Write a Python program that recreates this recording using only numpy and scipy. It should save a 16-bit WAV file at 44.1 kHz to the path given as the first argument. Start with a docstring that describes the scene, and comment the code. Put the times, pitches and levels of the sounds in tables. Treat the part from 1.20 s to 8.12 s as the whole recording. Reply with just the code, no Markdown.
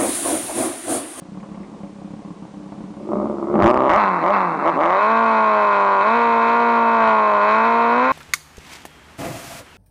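"""A four-cylinder motorcycle some way down an open airstrip idles lumpily with faint rattles.
From 1.8 s it coughs and picks up, from 2.7 s it is blipped three times, and from 3.6 s it holds
high revs against its spinning rear tyre. Each firing rings the exhaust and lets out a puff of gas.
Light wind lies under it all; a small microphone flattens the loudest peaks."""
import sys
import numpy as np
from scipy import signal
from scipy.fft import rfft, irfft
from scipy.io import wavfile
from scipy.ndimage import uniform_filter1d

SR = 44100
rng = np.random.default_rng(int(sys.argv[2]) if len(sys.argv) > 2 else 0)


def waveform_to_disk(signal):
    """Save audio, clipped to [-1, 1], as 16-bit WAV at the path in sys.argv[1]."""
    frames = np.transpose(np.atleast_2d(signal))
    scaled = np.clip(frames, -1, 1) * 32767
    samples = np.round(scaled).astype(np.int16)
    wavfile.write(sys.argv[1], SR, samples)


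N = 305172
T = np.arange(N) / SR

# cool silencer colour: f/Hz, level/dB
COOL_COLOUR = [(35, -59.5), (60, -14.5), (151, -15), (199, -4.5), (236, -10), (489, -7), (593, -6.5),
               (689, -1.5), (1200, -3.5), (1690, -28.5), (2190, -22.5), (2890, -51.5), (10000, -66),
               (13000, -103.5), (22000, -120)]
# cool pipe resonances: f/Hz, width/Hz, lift/dB
COOL_RESONANCES = [(211, 35, 9.5), (339, 110, 12.5), (589.5, 61, 15), (810, 110, 0.5), (1120, 570, 4),
                   (2680, 100, 0.5)]
# engine picks up, hesitates, catches: t/s, crank/Hz, level/dB
RUN_UP = [(1.8, 21.01, -39.5), (1.92, 30.67, -21.5), (2.06, 36.6, -21), (2.17, 34.44, -26.5),
          (2.3, 34.7, -22.5), (2.35, 37.06, -15), (2.47, 58.56, -7), (2.53, 63.2, -15),
          (2.66, 66.37, -14.5)]
# blips: opens/s, opening time/s, shuts/s, target crank/Hz, extra level/dB, extra rasp/dB
THROTTLE_BLIPS = [(2.67, .015, 2.77, 108, 2.5, 2), (3.025, .015, 3.115, 104, 0, 1),
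                  (3.415, .05, 3.495, 89, 1, 2)]

SHUTTING_S = 0.034  # exhaust dies down after the throttle shuts
COOL_ROUGH, HOT_ROUGH, SHUT_ROUGH, LUG_ROUGH = .32, .1, .42, .2


def revving():
    """Firings and gas ring a pipe whose voice follows heat and throttle; moving air makes it waver."""
    # silencer colour, hot and throttle shut: f/Hz, level/dB
    hot_colour = [(60, -56.5), (130, -36.5), (225, 3), (350, 4), (470, 1), (620, -2.5), (1070, 1),
                  (1400, -10.5), (1700, -22), (2500, -24.5), (2850, -43.5), (4000, -43.5), (5000, -57),
                  (10000, -59.5)]
    shut_colour = [(47, -66), (80, -37), (125, -26), (183, 1), (229, -2.5), (357, -2), (428, -1.5),
                   (556, -10), (1040, -0.5), (1690, -16.5), (2200, -17), (2980, -45.5), (3870, -39),
                   (10000, -76.5), (13000, -109), (22000, -120)]
    # pipe resonances, likewise: f/Hz, width/Hz, lift/dB
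    hot_modes = [(481.4, 50, 5.5), (639.5, 104, 8), (820, 30, -7.5), (920.4, 110, 7), (1078, 184, 9),
                 (1424.4, 70.4, 11), (1586, 40, 8.5), (2234, 85, 3.5), (2587, 150, 9.5), (2830, 160, -11.5),
                 (3825, 660, 7.5), (6600, 600, -1)]
    shut_modes = [(210, 110, -4.5), (414, 72, -8.5), (1090, 130, 0.5), (2635, 190, 14.5), (3100, 150, -1),
                  (4060, 530, 5.5)]
    crank_hz, opened = crank_speed(), throttle()
    heat = np.interp(T, [RUN_UP[-1][0], THROTTLE_BLIPS[0][2], 3.66, 3.84], [0, .069, .069, 1])
    shares = opened * (1 - heat), opened * heat, 1 - opened
    db, boom_db, rasp_db, gas_db, rough = engine_load(crank_hz, *shares)
    pulses = firings(crank_hz, rough)
    gas = undb(gas_db) * band(puffs(pulses, decay_s=.008), 600, 11000, order=2)
    # ragged burning at low revs
    burble = undb(2 * gas_db - 2) * band(puffs(pulses, decay_s=.012), 90, 600, order=2)
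    spit = undb(-3) * band(puffs(pulses, decay_s=.0014), 3100, 11000)
    flow = pulses + gas + burble + spit
    voices = [(COOL_COLOUR, COOL_RESONANCES), (hot_colour, hot_modes), (shut_colour, shut_modes)]
    pipe = sum(share * steady(excite(flow, response(*voice))) for share, voice in zip(shares, voices))
    pipe = pipe + far_paths(pipe)
    boom = steady(band(pipe, 55, 510)) * undb(boom_db)
    bark = steady(band(pipe, 500, 1550)) * undb(.6 + .5 * wander(14))
    rasp = steady(band(pipe, 1552, 7500)) * undb(rasp_db + .69 * wander(20))
    return ramp(T, 1.76, 1.81) * undb(db) * steady(boom + bark + rasp)


def firings(crank_hz, roughness):
    """Two pulses a turn; unequal cylinders put lines between the firing harmonics."""
    # cylinders in firing order: relative strength/dB, header delay/ms; both scaled by imbalance
    cylinders = [(2.04, 0.25), (-0.4, 0.047), (0.64, .11), (0.7, 0.006)]
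    fired = np.cumsum(2 * crank_hz) / SR
    count = np.arange(1, int(fired[-1]))
    t_s = np.interp(count, fired, T)
    rough = np.interp(t_s, T, roughness)
    imbalance = 1 + 1.64 * (rough - HOT_ROUGH)
    strength_db, header_ms = np.array(cylinders)[count % len(cylinders)].T * imbalance
    time_scatter, size_scatter = rng.standard_normal((len(t_s), 2)).T
    late_ms = header_ms + .13 * rough * time_scatter
    size_db = strength_db + 4 * rough * size_scatter
    return clicks(t_s + late_ms / 1000, undb(size_db))


def crank_speed(coast_hz_per_s=112):
    """Turns per second: blips wind the crank up, friction slows it, the clutch drags it into burnout."""
    # speed against the spinning tyre: t/s, crank/Hz
    burnout = [(3.54, 65), (3.58, 69.8), (3.62, 80.2), (3.68, 86.74), (3.82, 103.6), (3.91, 112.2),
               (4.01, 113.8), (4.57, 100.5), (4.81, 97.5), (4.89, 111), (4.96, 118), (5.21, 114.2),
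               (5.39, 117.8), (5.75, 114.1), (6.2, 101.9), (6.47, 115), (6.7, 116.8), (6.92, 133.8)]
    points = [(t_s, hz) for t_s, hz, _ in RUN_UP]
    for opens_s, _, shuts_s, top_hz, *_ in THROTTLE_BLIPS:
        last_s, last_hz = points[-1]
        points += [(opens_s, last_hz - coast_hz_per_s * (opens_s - last_s)), (shuts_s, top_hz)]
    hz, = curves(points + list(burnout))
    return uniform_filter1d(hz, size=1500)  # flywheel inertia


def throttle(burnout_s=3.56, opening_s=.018):
    """0 shut, 1 open: open in the run-up, each blip and the burnout."""
    first_blip_s = THROTTLE_BLIPS[0][0]
    run_up = 1 - ramp(T, first_blip_s, first_blip_s + SHUTTING_S)
    burnout = ramp(T, burnout_s, burnout_s + opening_s)
    return np.minimum(run_up + blip_throttles().sum(axis=0) + burnout, 1)


def blip_throttles():
    """Throttle opening 0-1, one row per blip."""
    return np.array([ramp(T, opens_s, opens_s + opening_s) * (1 - ramp(T, shuts_s, shuts_s + SHUTTING_S))
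                     for opens_s, opening_s, shuts_s, *_ in THROTTLE_BLIPS])


def engine_load(crank_hz, cool, hot, shut, reference_hz=99.6, tuned_hz=124.9, tuned_width_hz=15.4):
    """Level, boom, rasp, gas (dB) and roughness from crank speed and the shares of the pipe's voices."""
    # base exhaust mix per voice: level/dB, relative boom/dB, relative rasp/dB, gas/dB
    cool_mix = (-15, -11, -11, -7)
    hot_mix = (-14.5, -13.5, -13, -13.5)
    shut_mix = (-15, -10, -14.5, -8.5)
    db, boom_db, rasp_db, gas_db = (cool * c + hot * h + shut * s
                                    for c, h, s in zip(cool_mix, hot_mix, shut_mix))
    *_, blip_db, blip_rasp_db = np.transpose(THROTTLE_BLIPS) @ blip_throttles()
    octaves = np.log2(crank_hz / reference_hz)
    lugging = 1 - ramp(crank_hz, 31.8, 62)  # slow burning is ragged and gassy
    in_tune = hot * np.exp(-((crank_hz - tuned_hz) / tuned_width_hz) ** 2)
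    pulling = hot * ramp(np.gradient(crank_hz, T), 0, 23)  # full at 23 Hz/s
    coast_db = shut * 20 * np.log2(np.maximum(crank_hz, 77.2) / reference_hz)
    _, run_up_db = curves(RUN_UP)
    db = np.where(T < RUN_UP[-1][0], run_up_db, db + coast_db + blip_db)
    boom_db = boom_db - 13 * octaves + 12.5 * in_tune  # a slow engine is mostly boom
    rasp_db = rasp_db + blip_rasp_db + 3 * in_tune + 2 * pulling
    rasp_db = rasp_db - 13 * cool * (1 - ramp(crank_hz, 74, 75))  # rasp needs speed
    gas_db = gas_db + 8.5 * lugging - 15.5 * shut * octaves  # coasting smears firings into gas noise
    rough = cool * COOL_ROUGH + hot * HOT_ROUGH + shut * SHUT_ROUGH + lugging * LUG_ROUGH
    swell_db, swell_rasp_db = swells()
    return db + swell_db, boom_db, rasp_db + swell_rasp_db, gas_db, rough


def swells():
    """The burnout twice grows louder and raspier."""
    # swells: t/s, half width/s, extra level/dB, extra rasp/dB
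    bumps = [(5.88, .09, 1.5, 1), (6.32, .11, .7, 1.5)]
    t_s, width_s, db, rasp_db = np.transpose(bumps)
    shapes = np.exp(-((T[:, None] - t_s) / width_s) ** 2)
    return shapes @ db, shapes @ rasp_db


def idle(firing_hz=34.07, end_s=1.86, lope_db=.5, scatter_db=4):
    """Uneven thuds ring the pipe; weaker loping firings fill the gaps; gas knocks after each."""
    # strongest firings: t/s, relative thud/dB, relative gas knock/dB
    strong_firings = [(.02, -27.5, -27), (.12, -28, -35), (.173, -25.5, -25), (0.229, -29.5, -17),
                      (.345, -28, -19), (.404, -24.5, -26), (.545, -31, -30), (.634, -22.5, -20.5),
                      (.816, -29, -23), (0.936, -25.5, -24), (1.02, -33, -24), (1.105, -24, -26),
                      (1.223, -25.5, -21), (1.339, -31, -27), (1.52, -25.5, -17.5), (1.606, -24, -23),
                      (1.738, -33, -22)]
    # silencer colour at idle: f/Hz, level/dB
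    colour = [(24, -42), (40, -17.5), (112, -17.5), (196, 0), (239, -18), (297, -16), (426, -25),
              (549, -25.5), (612, -34.5), (670, -25), (1050, -33.5), (1480, -43.5), (3000, -55),
              (3900, -94), (6600, -120)]
    # pipe resonances at idle: f/Hz, width/Hz, lift/dB
    modes = [(216, 46, 8), (300.7, 52, 13), (561, 68, 10.5), (1110, 200, 6.5)]
    t_s, thud_db, knock_db = np.transpose(strong_firings)
    gaps = [np.linspace(a, b, max(round((b - a) * firing_hz), 1), endpoint=False)[1:]
            for a, b in zip([0, *t_s], [*t_s, end_s])]
    lope = np.concatenate([-(-1) ** np.arange(len(gap)) for gap in gaps])  # weak, strong in turn
    filler_db = lope_db * lope + scatter_db * rng.standard_normal(len(lope))
    fillers = clicks(np.concatenate(gaps), undb(filler_db))
    thuds = clicks(t_s, undb(thud_db)) + undb(-31.5) * fillers
    knocks = clicks(t_s, undb(knock_db)) + undb(-28.5) * fillers
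    gas = undb(3) * band(puffs(knocks, decay_s=.023), 515, 5000)
    burble = undb(-4) * puffs(thuds, decay_s=.025)
    return excite(thuds + gas + burble, response(colour, modes))


def coughs():
    """Single hard firings ring the cool pipe as the throttle opens."""
    # hard firings: t/s, relative level/dB
    hard_firings = [(1.899, -21), (1.918, -7), (1.933, -2.5), (1.982, -17), (2, -6.5), (2.013, -17),
                    (2.155, -29), (2.227, -12)]
    t_s, db = np.transpose(hard_firings)
    pulses = clicks(t_s, undb(db - 5))
    gas = undb(-3) * puffs(pulses, decay_s=.005)
    pipe = excite(pulses + gas, response(COOL_COLOUR, COOL_RESONANCES))
    return band(pipe, 70, 1600, order=2)


def rattles():
    """Faint bright chatter over the idle."""
    # rattles: t/s, relative level/dB
    hits = [(0.2004, -42), (0.3451, -45), (0.4314, -42), (0.4464, -46), (0.632, -46)]
    t_s, db = np.transpose(hits)
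    pulses = clicks(t_s, undb(db + 29.5))
    return band(puffs(pulses, decay_s=.0083), 1700, 2500, order=2)


def far_paths(x, db=-14, count=4):
    """Weak late arrivals fade in and out with the wind, so each harmonic wavers on its own."""
    lags = rng.integers(SR // 200, SR // 25, count)
    arrivals = sum(wander(3.172) * np.pad(x, (lag, 0))[:N] for lag in lags)
    return undb(db) * arrivals / np.sqrt(count)


def wind():
    """Light wind: a gusting rumble under a smooth hiss."""
    # wind colour: f/Hz, level/dB
    colour = [(15, -69), (25, -19.5), (110, -30.5), (200, -7), (257, -2.5), (314, -5.5), (447, -6),
              (546, -14.5), (1070, -14), (1730, -36.5), (10000, -49), (13000, -94), (22000, -120)]
    noise = set_rms(excite(rng.standard_normal(N), response(colour)), -34.5)
    gusts = undb(2.5 * wander(5))
    rumble = undb(-3.5) * band(noise, 20, 91) + undb(-11.5) * band(noise, 190, 1300)
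    hiss = undb(.53) * band(noise, 1500, 10480)
    return gusts * rumble + hiss


def response(colour, modes=(), size=8192):
    """Minimum-phase ring of a body with this colour and these resonances; peak 1."""
    f_hz = np.arange(size // 2 + 1) * SR / size
    hz, db = np.transpose(colour)
    gain_db = np.interp(np.log(f_hz + 1), np.log(hz), db)
    for centre_hz, width_hz, lift_db in modes:
        gain_db = gain_db + lift_db / (1 + (2 * (f_hz - centre_hz) / width_hz) ** 2)
    cepstrum = irfft(np.log(undb(gain_db)))
    cepstrum[1:size // 2] *= 2
    cepstrum[size // 2 + 1:] = 0
    ring = irfft(np.exp(rfft(cepstrum)))
    return ring / np.abs(ring).max()


def excite(x, ring):
    """Convolve a signal with a ring."""
    return signal.fftconvolve(x, ring)[:N]


def clicks(t_s, sizes):
    """Impulses, each shared between its two nearest samples."""
    at = np.clip(np.asarray(t_s) * SR, 0, N - 2)
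    i = at.astype(int)
    return np.bincount(i, sizes * (1 - at + i), N) + np.bincount(i + 1, sizes * (at - i), N)


def puffs(pulses, decay_s):
    """A fading burst of turbulence after each pulse, with the pulse's energy."""
    fade = np.exp(-T[:SR // 10] / decay_s)
    return excite(pulses, fade / np.linalg.norm(fade)) * rng.standard_normal(N)


def band(x, lo_hz, hi_hz, order=4):
    """Zero-phase band-pass."""
    return signal.sosfiltfilt(signal.butter(order, [lo_hz, hi_hz], "band", fs=SR, output="sos"), x)


def steady(x, size=3000):
    """Unit running rms; single firings keep their differences."""
    power = uniform_filter1d(uniform_filter1d(x * x, size), size)
    return x / np.sqrt(np.maximum(power, 0) + 1e-5 * np.mean(x * x))


def wander(rate_hz):
    """Random steps, smoothed twice; spread 1."""
    hold = int(SR / rate_hz)
    steps = np.repeat(rng.standard_normal(1024), hold)[:N]
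    return set_rms(uniform_filter1d(uniform_filter1d(steps, hold), hold), 0)


def curves(table):
    """Table columns, linearly interpolated over time."""
    t_s, *columns = np.transpose(table)
    return [np.interp(T, t_s, column) for column in columns]


def ramp(x, start, end):
    """Linear 0 to 1 from start to end, held outside."""
    return np.clip((x - start) / (end - start), 0, 1)


def set_rms(x, db):
    """Scale to an rms level."""
    return x * undb(db) / np.std(x)


def undb(db):
    """Decibels to gain."""
    return 10 ** (np.asarray(db) / 20)


def scene():
    """The motorcycle in the open air; mono."""
    return (idle() + revving() + coughs() + rattles() + wind())[None]


def record(dry, crest=.48, knee=6, overload=.74, thump_gain=1.9, thump_hz=160, top_hz=10100):
    """The signal is turned over; the microphone amplifier rounds crests and clips troughs; filters cut offset
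    and top."""
    swing = -dry
    rounded = swing / (1 + (np.maximum(swing, 0) / crest) ** knee) ** (1 / knee)
    # each overload shifts the bias, which settles with a soft thump
    excess = swing - np.clip(swing, -overload, overload)
    bias = thump_gain * signal.sosfilt(signal.butter(1, thump_hz, fs=SR, output="sos"), excess)
    clipped = np.maximum(rounded - bias, -overload)
    centred = signal.sosfilt(signal.butter(1, 30, "high", fs=SR, output="sos"), clipped)
    return signal.sosfilt(signal.ellip(10, .2, 70, top_hz, fs=SR, output="sos"), centred)


dry = scene()
out = record(dry)
waveform_to_disk(out)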